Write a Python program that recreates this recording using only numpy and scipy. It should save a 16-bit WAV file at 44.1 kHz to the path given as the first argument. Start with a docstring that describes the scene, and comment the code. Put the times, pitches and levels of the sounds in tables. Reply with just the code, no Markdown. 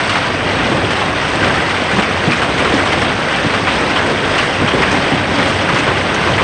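"""Under a porch roof at the edge of a garden, in heavy wind-driven hail.
Countless stones and noise merge into a roar on lawn and bushes; nearer ones clatter and drum on the roof.
The roof booms: noise through its lowest mode. Single big stones thud, knock on the roof or crack on the paving:
each blow is a coloured smack plus a ring, both smeared by the porch's reflections.
"""
import sys
import numpy as np
from scipy import signal
from scipy.fft import rfft, irfft, next_fast_len
from scipy.io import wavfile

SR = 44100
rng = np.random.default_rng(int(sys.argv[2]) if len(sys.argv) > 2 else 0)


def unload_audio(sound):
    """Save the sound as a 16-bit wav file, at the path given as the first command line argument."""
    columns = np.transpose(np.atleast_2d(sound))
    # keep every value between -1 and 1, then stretch to whole-number steps
    steps = np.round(np.clip(columns, -1, 1) * 32767)
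    wavfile.write(sys.argv[1], SR, steps.astype(np.int16))


N = 283843
TIME_S = np.arange(N) / SR

# colour of the whole downpour: (frequency [Hz], relative density [dB per Hz])
ROAR_SPECTRUM = [(22, -14.5), (38, -23), (60, 0.5), (85, -4), (135, 1.5), (240, 0.6), (420, -1.5),
                 (800, -2.5), (2100, -6), (3300, -11), (4100, -19), (4900, -21), (6300, -28), (7400, -36.5),
                 (8250, -26), (9200, -34)]
# broad resonances of the roof panels: (frequency [Hz], width [Hz], gain over the roar [dB])
ROOF_PANELS = [(290, 18, -12.5), (570, 110, -17), (763, 23, -14.5), (1554, 87, -9.5), (1930, 130, -14)]
# strength of the gusts that throw hail on the roof: (time [s], strength [dB])
ROOF_GUST_CURVE = [(0.0, -24.5), (0.28, -24), (0.5, -18), (0.86, -18), (1.0, -23.5), (1.24, -23),
                   (1.5, -16.5), (1.78, -25), (1.96, -20.5), (2.2, -21), (2.5, -19.5), (3.02, -15),
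                   (3.33, -24), (3.7, -20.5), (4.12, -19), (4.22, -18.5), (4.68, -20), (4.85, -17),
                   (5.2, -21), (5.34, -14.5), (5.6, -17.5), (6.1, -20.5), (6.44, -17)]
# strength of the shower in the garden: (time [s], strength [dB])
SHOWER_CURVE = [(0.0, -17), (0.18, -17.5), (0.3, -18.5), (0.7, -17.5), (0.8, -18), (0.98, -17.5),
                (1.14, -18.5), (1.28, -17), (1.5, -17.5), (1.6, -17.5), (1.85, -17.6), (2.02, -18),
                (2.14, -18), (2.5, -17.5), (2.8, -17), (3.15, -18), (3.56, -17.5), (3.64, -18.5),
                (3.76, -17), (3.94, -17.5), (4.22, -18), (4.4, -16.5), (4.58, -18), (4.75, -17.5),
                (5.1, -17), (5.22, -18.5), (5.42, -16.5), (5.65, -17.5), (5.8, -17.5), (6.02, -17.5),
                (6.44, -17.5)]
# ice cracking on the paving: (time [s], level [dB], ring [Hz])
PAVING_CRACKS = [(0.095, -25, 4470), (1.356, -33, 7800), (1.996, -34, 7590), (2.312, -24, 4500),
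                 (2.372, -30, 5950), (2.742, -27, 5700), (2.859, -36, 7500), (3.017, -27, 5240),
                 (3.429, -34, 6040), (4.381, -30, 6500), (4.82, -25, 4950), (4.914, -28, 5850),
                 (4.927, -36, 8300), (5.614, -36, 6500), (5.745, -28, 5490), (5.787, -28.5, 6340),
                 (6.144, -26, 6200)]
# heavy dull blows on the roof: (time [s], panel level [dB], ring [Hz], bass thump level [dB])
ROOF_THUDS = [(0.696, -25, 247, -24), (0.72, -19, 330, -35), (0.746, -18, 522, -32), (0.831, -19, 376, -25),
              (1.419, -21, 306, -22), (1.457, -17, 630, -29), (1.933, -22, 202, -20.5),
              (1.971, -18, 200, -21), (2.274, -18, 243, -15.5), (2.738, -15, 296, -32.5),
              (3.446, -17.5, 275, -21), (3.812, -19, 466, -25), (4.072, -20, 554, -29),
              (4.101, -18, 500, -29), (4.125, -21, 363, -29), (4.614, -17, 240, -22),
              (4.634, -23, 301, -20), (4.736, -13, 385, -26), (4.77, -18, 390, -40), (4.805, -23, 400, -28),
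              (4.928, -14.5, 281, -29), (4.96, -21, 200, -26), (5.12, -21, 272, -15),
              (5.391, -28, 204, -23), (5.728, -22, 288, -21), (5.879, -17.5, 297, -20),
              (6.294, -19.5, 490, -18.5)]
# big stones knocking on the roof: (time [s], body level [dB], ring [Hz], treble re body [dB])
ROOF_KNOCKS = [(0.095, -16.5, 2800, -9), (0.126, -21, 2140, -11), (0.157, -13, 1410, -22),
               (0.906, -16.5, 1440, -10), (1.017, -16.5, 950, -23), (1.427, -14, 1590, -17),
               (1.468, -21, 2380, -12), (1.497, -17, 1450, -26), (1.542, -22, 1500, -9),
               (1.70, -18, 1380, -16), (1.913, -19, 1850, -10), (1.985, -13.5, 795, -18),
               (2.023, -18, 2270, -11), (2.319, -14.5, 2410, -12), (2.419, -13.5, 1190, -15),
               (2.578, -19, 1500, -7.5), (2.595, -19, 2340, -13), (2.649, -15, 1270, -18),
               (2.787, -15.5, 1160, -25), (2.859, -16.5, 980, -15), (2.92, -17, 1980, -9),
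               (3.017, -17, 1760, -15), (3.538, -15, 1310, -15), (3.672, -12.5, 1110, -25),
               (3.677, -17.5, 2660, -16), (3.901, -18, 1450, -22), (3.96, -15.5, 3100, -13),
               (3.985, -17, 1500, -18), (4.382, -14.5, 2730, -11), (4.677, -17, 3040, -12),
               (4.822, -12, 1900, -25), (4.831, -17.5, 2700, -24), (4.916, -21, 2400, -9),
               (5.386, -17.5, 1330, -20), (5.416, -32, 2500, -5), (5.474, -21.5, 1220, -6),
               (5.689, -13.7, 1030, -24), (5.757, -15, 2020, -11), (5.786, -16.5, 2620, -12),
               (5.876, -15, 1480, -28), (6.273, -16.5, 1020, -18), (6.381, -15, 2140, -19)]
# smack colours of single blows: (frequency [Hz], relative density [dB per Hz])
CRACK_SPECTRUM = [(800, -17), (3000, 0), (5000, -3), (7400, -26), (9200, -8)]
THUD_SPECTRUM = [(50, -22.5), (130, 3), (280, -1), (550, -2.5), (1200, -9), (4000, -42.5)]
KNOCK_SPECTRUM = [(100, -20), (500, -8.5), (1100, 5), (2600, -3), (4200, -12), (6000, -22.5), (7400, -27.5),
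                  (9000, -22)]

# lowest roof mode; its level at mean gust strength and how far it follows the gusts
BOOM_HZ, BOOM_WIDTH_HZ = 95.4, 8.1
BOOM_DB, BOOM_DB_PER_GUST_DB = -30, 0.57
# opening stretch of a blow over which its level is set
CRACK_ONSET_S, THUD_ONSET_S, KNOCK_ONSET_S = 0.007, 0.023, 0.016
# time for the reflections to fall 60 dB
CRACK_T60_S, THUD_T60_S, KNOCK_T60_S = 0.045, 0.11, 0.095
# direct sound of a knock at the mean level; louder knocks are nearer, so more direct
KNOCK_DIRECT, KNOCK_MEAN_DB, DIRECT_DB_PER_DB = 0.44, -14, 1
CUTOFF_HZ = 9150


def from_db(db):
    """Decibels to amplitude gain."""
    return 10 ** (np.asarray(db) / 20)


def rms_one(x):
    """Scale to unit power."""
    return x / np.sqrt(np.mean(x ** 2) + 1e-20)


def swing(curve):
    """A strength curve, sample by sample, in dB about its mean."""
    time_s, strength_db = np.transpose(curve)
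    db = np.interp(TIME_S, time_s, strength_db)
    return db - db.mean()


def drift(corner_hz):
    """Slow random curve of unit power: noise through two equal low-pass poles."""
    step = 40  # samples per control point
    warmup = 2000
    pole = np.exp(-2 * np.pi * corner_hz * step / SR)
    noise = rng.standard_normal(N // step + warmup + 2)
    slow = signal.lfilter([1], [1, -2 * pole, pole ** 2], noise)[warmup:]
    return np.interp(np.arange(N) / step, np.arange(len(slow)), rms_one(slow))


def colour(x, spectrum):
    """Minimum-phase filter along a spectrum table, from its folded cepstrum."""
    size = next_fast_len(len(x) // 2 + 4096) * 2
    hz, db = np.transpose(spectrum)
    bins_hz = np.maximum(np.fft.rfftfreq(size, 1 / SR), 1)
    gain_db = np.interp(np.log(bins_hz), np.log(hz), db)
    cepstrum = irfft(np.log(from_db(gain_db)))
    cepstrum[1:size // 2] *= 2
    cepstrum[size // 2 + 1:] = 0
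    response = np.exp(rfft(cepstrum))
    return irfft(rfft(x, size) * response)[:len(x)]


def resonance(x, hz, width_hz):
    """Two-pole resonance with about unit gain at its peak."""
    r = np.exp(-np.pi * width_hz / SR)
    zeros = np.array([1, 0, -1]) * (1 - r * r) / 2
    poles = [1, -2 * r * np.cos(2 * np.pi * hz / SR), r * r]
    return signal.lfilter(zeros, poles, x + 1e-18)


def split(x, hz):
    """Parts below and above a fourth-order crossover."""
    parts = []
    for kind in ("low", "high"):
        section = signal.butter(2, hz, kind, fs=SR, output="sos")
        parts.append(signal.sosfilt(np.tile(section, (2, 1)), x))
    return parts


def add(out, time_s, sound):
    """Mix a sound in at a time."""
    start = max(round(time_s * SR), 0)
    out[start:start + len(sound)] += sound[:N - start]


def porch(t60_s, direct, hold_s, size=7000):
    """A blow's path to the ear: direct click, reflections held then decaying; unit energy."""
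    decay_db = -60 * np.maximum(TIME_S[:size] - hold_s, 0) / t60_s
    path = rng.standard_normal(size) * from_db(decay_db)
    path /= np.linalg.norm(path)
    path[0] = direct
    return path / np.linalg.norm(path)


def near_hail(spread_db, ring_db, cycles, t60_s, direct, count):
    """Stones land at random, many small and few large, each with its own ring and path."""
    out = np.zeros(N)
    times_s = rng.uniform(0, N / SR, count)
    sizes_db = spread_db * np.minimum(rng.exponential(1, count), 2)
    sizes = from_db(sizes_db) * rng.choice([-1, 1], count)
    rings_hz = np.exp(rng.uniform(np.log(250), np.log(8000), count))
    for time_s, size, hz in zip(times_s, sizes, rings_hz):
        smack = porch(t60_s, direct, hold_s=0, size=1400)
        ring = from_db(ring_db) * resonance(smack, hz, width_hz=hz / cycles)
        add(out, time_s, size * (smack + ring))
    return rms_one(out)


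def gusting(sound, strength_db, level_db, db_per_db, flutter_db, flutter_hz):
    """Hail swells with its strength curve and flutters as stones arrive in bunches."""
    gain_db = level_db + db_per_db * strength_db + flutter_db * drift(flutter_hz)
    return from_db(gain_db) * rms_one(sound)


def downpour(gust_db, shower_db):
    """Far roar plus near stones; drumming follows the gusts, clatter and icy spray the shower."""
    far = rng.standard_normal(N)
    near = near_hail(spread_db=0.9, ring_db=16.0, cycles=12.5, t60_s=0.07, direct=0.94, count=5200)
    hail = colour(near + from_db(2.4) * far, ROAR_SPECTRUM)
    panels = sum(from_db(db) * resonance(hail, hz, width_hz) for hz, width_hz, db in ROOF_PANELS)
    drumming, upper = split(hail + panels, 644)
    clatter, spray = split(upper, 3580)
    # level_db holds at mean strength
    drumming = gusting(drumming, gust_db, level_db=-20, db_per_db=0.49, flutter_db=-0.04, flutter_hz=13.5)
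    clatter = gusting(clatter, shower_db, level_db=-18.5, db_per_db=1.56, flutter_db=0.4, flutter_hz=10.5)
    spray = gusting(spray, shower_db, level_db=-28.5, db_per_db=2.64, flutter_db=0.33, flutter_hz=3)
    return drumming + clatter + spray


def roof_boom(gust_db):
    """Steady pelting, as noise, keeps the roof's lowest mode ringing, harder in the gusts."""
    mode = resonance(rng.standard_normal(N), BOOM_HZ, BOOM_WIDTH_HZ)
    boom = resonance(mode, BOOM_HZ, 4 * BOOM_WIDTH_HZ)
    return from_db(BOOM_DB + BOOM_DB_PER_GUST_DB * gust_db) * rms_one(boom)


def blow(spectrum, hz, width_hz, ring_share, t60_s, direct, hold_s):
    """One big stone: a broad scattered smack plus the more direct ring of the spot it hits."""
    smack = colour(porch(t60_s, direct / 2, hold_s), spectrum)
    ring = resonance(porch(t60_s, direct, hold_s), hz, width_hz)
    return rms_one(smack) + ring_share * rms_one(ring)


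def at_level(sound, db, onset_s):
    """Scale a blow so that its opening has the given level."""
    return sound * from_db(db) / np.std(sound[:int(onset_s * SR)])


def cracks():
    """Ice on hard paving: a short, pitched tick."""
    out = np.zeros(N)
    for time_s, db, hz in PAVING_CRACKS:
        tick = blow(CRACK_SPECTRUM, hz, width_hz=550, ring_share=1.7,
                    t60_s=CRACK_T60_S, direct=0.5, hold_s=0.003)
        add(out, time_s, at_level(tick, db, CRACK_ONSET_S))
    return out


def thuds():
    """Heavy stones shake the roof: the struck panel rings above a short bass thump."""
    out = np.zeros(N)
    for time_s, db, hz, bass_db in ROOF_THUDS:
        thud = blow(THUD_SPECTRUM, hz, width_hz=43, ring_share=1.0,
                    t60_s=THUD_T60_S, direct=0.71, hold_s=0.017)
        bass, panel = split(thud, 187)
        add(out, time_s, at_level(panel, db, THUD_ONSET_S) + at_level(bass, bass_db, THUD_ONSET_S))
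    return out


def knocks():
    """Hard stones on the roof: sharp contact adds treble, a loud near one clicks first."""
    out = np.zeros(N)
    for time_s, db, hz, treble_db in ROOF_KNOCKS:
        direct = KNOCK_DIRECT * from_db(DIRECT_DB_PER_DB * (db - KNOCK_MEAN_DB))
        knock = blow(KNOCK_SPECTRUM, hz, width_hz=180, ring_share=0.7,
                     t60_s=KNOCK_T60_S, direct=direct, hold_s=0.014)
        body, edge = split(knock, 3600)
        add(out, time_s, at_level(body, db, KNOCK_ONSET_S) + at_level(edge, db + treble_db, KNOCK_ONSET_S))
    return out


def scene():
    """Everything heard from the porch, in mono."""
    gust_db, shower_db = swing(ROOF_GUST_CURVE), swing(SHOWER_CURVE)
    background = downpour(gust_db, shower_db) + roof_boom(gust_db)
    blows = cracks() + thuds() + knocks()
    return (background + blows)[None]


def record(dry):
    """Round the highest peaks, then cut the top steeply."""
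    ceiling = 0.88
    rounded = dry / (1 + (dry / ceiling) ** 6) ** (1 / 6)
    low_pass = signal.ellip(12, 0.2, 80, CUTOFF_HZ, fs=SR, output="sos")
    return signal.sosfilt(low_pass, rounded)


dry = scene()
out = record(dry)
unload_audio(out)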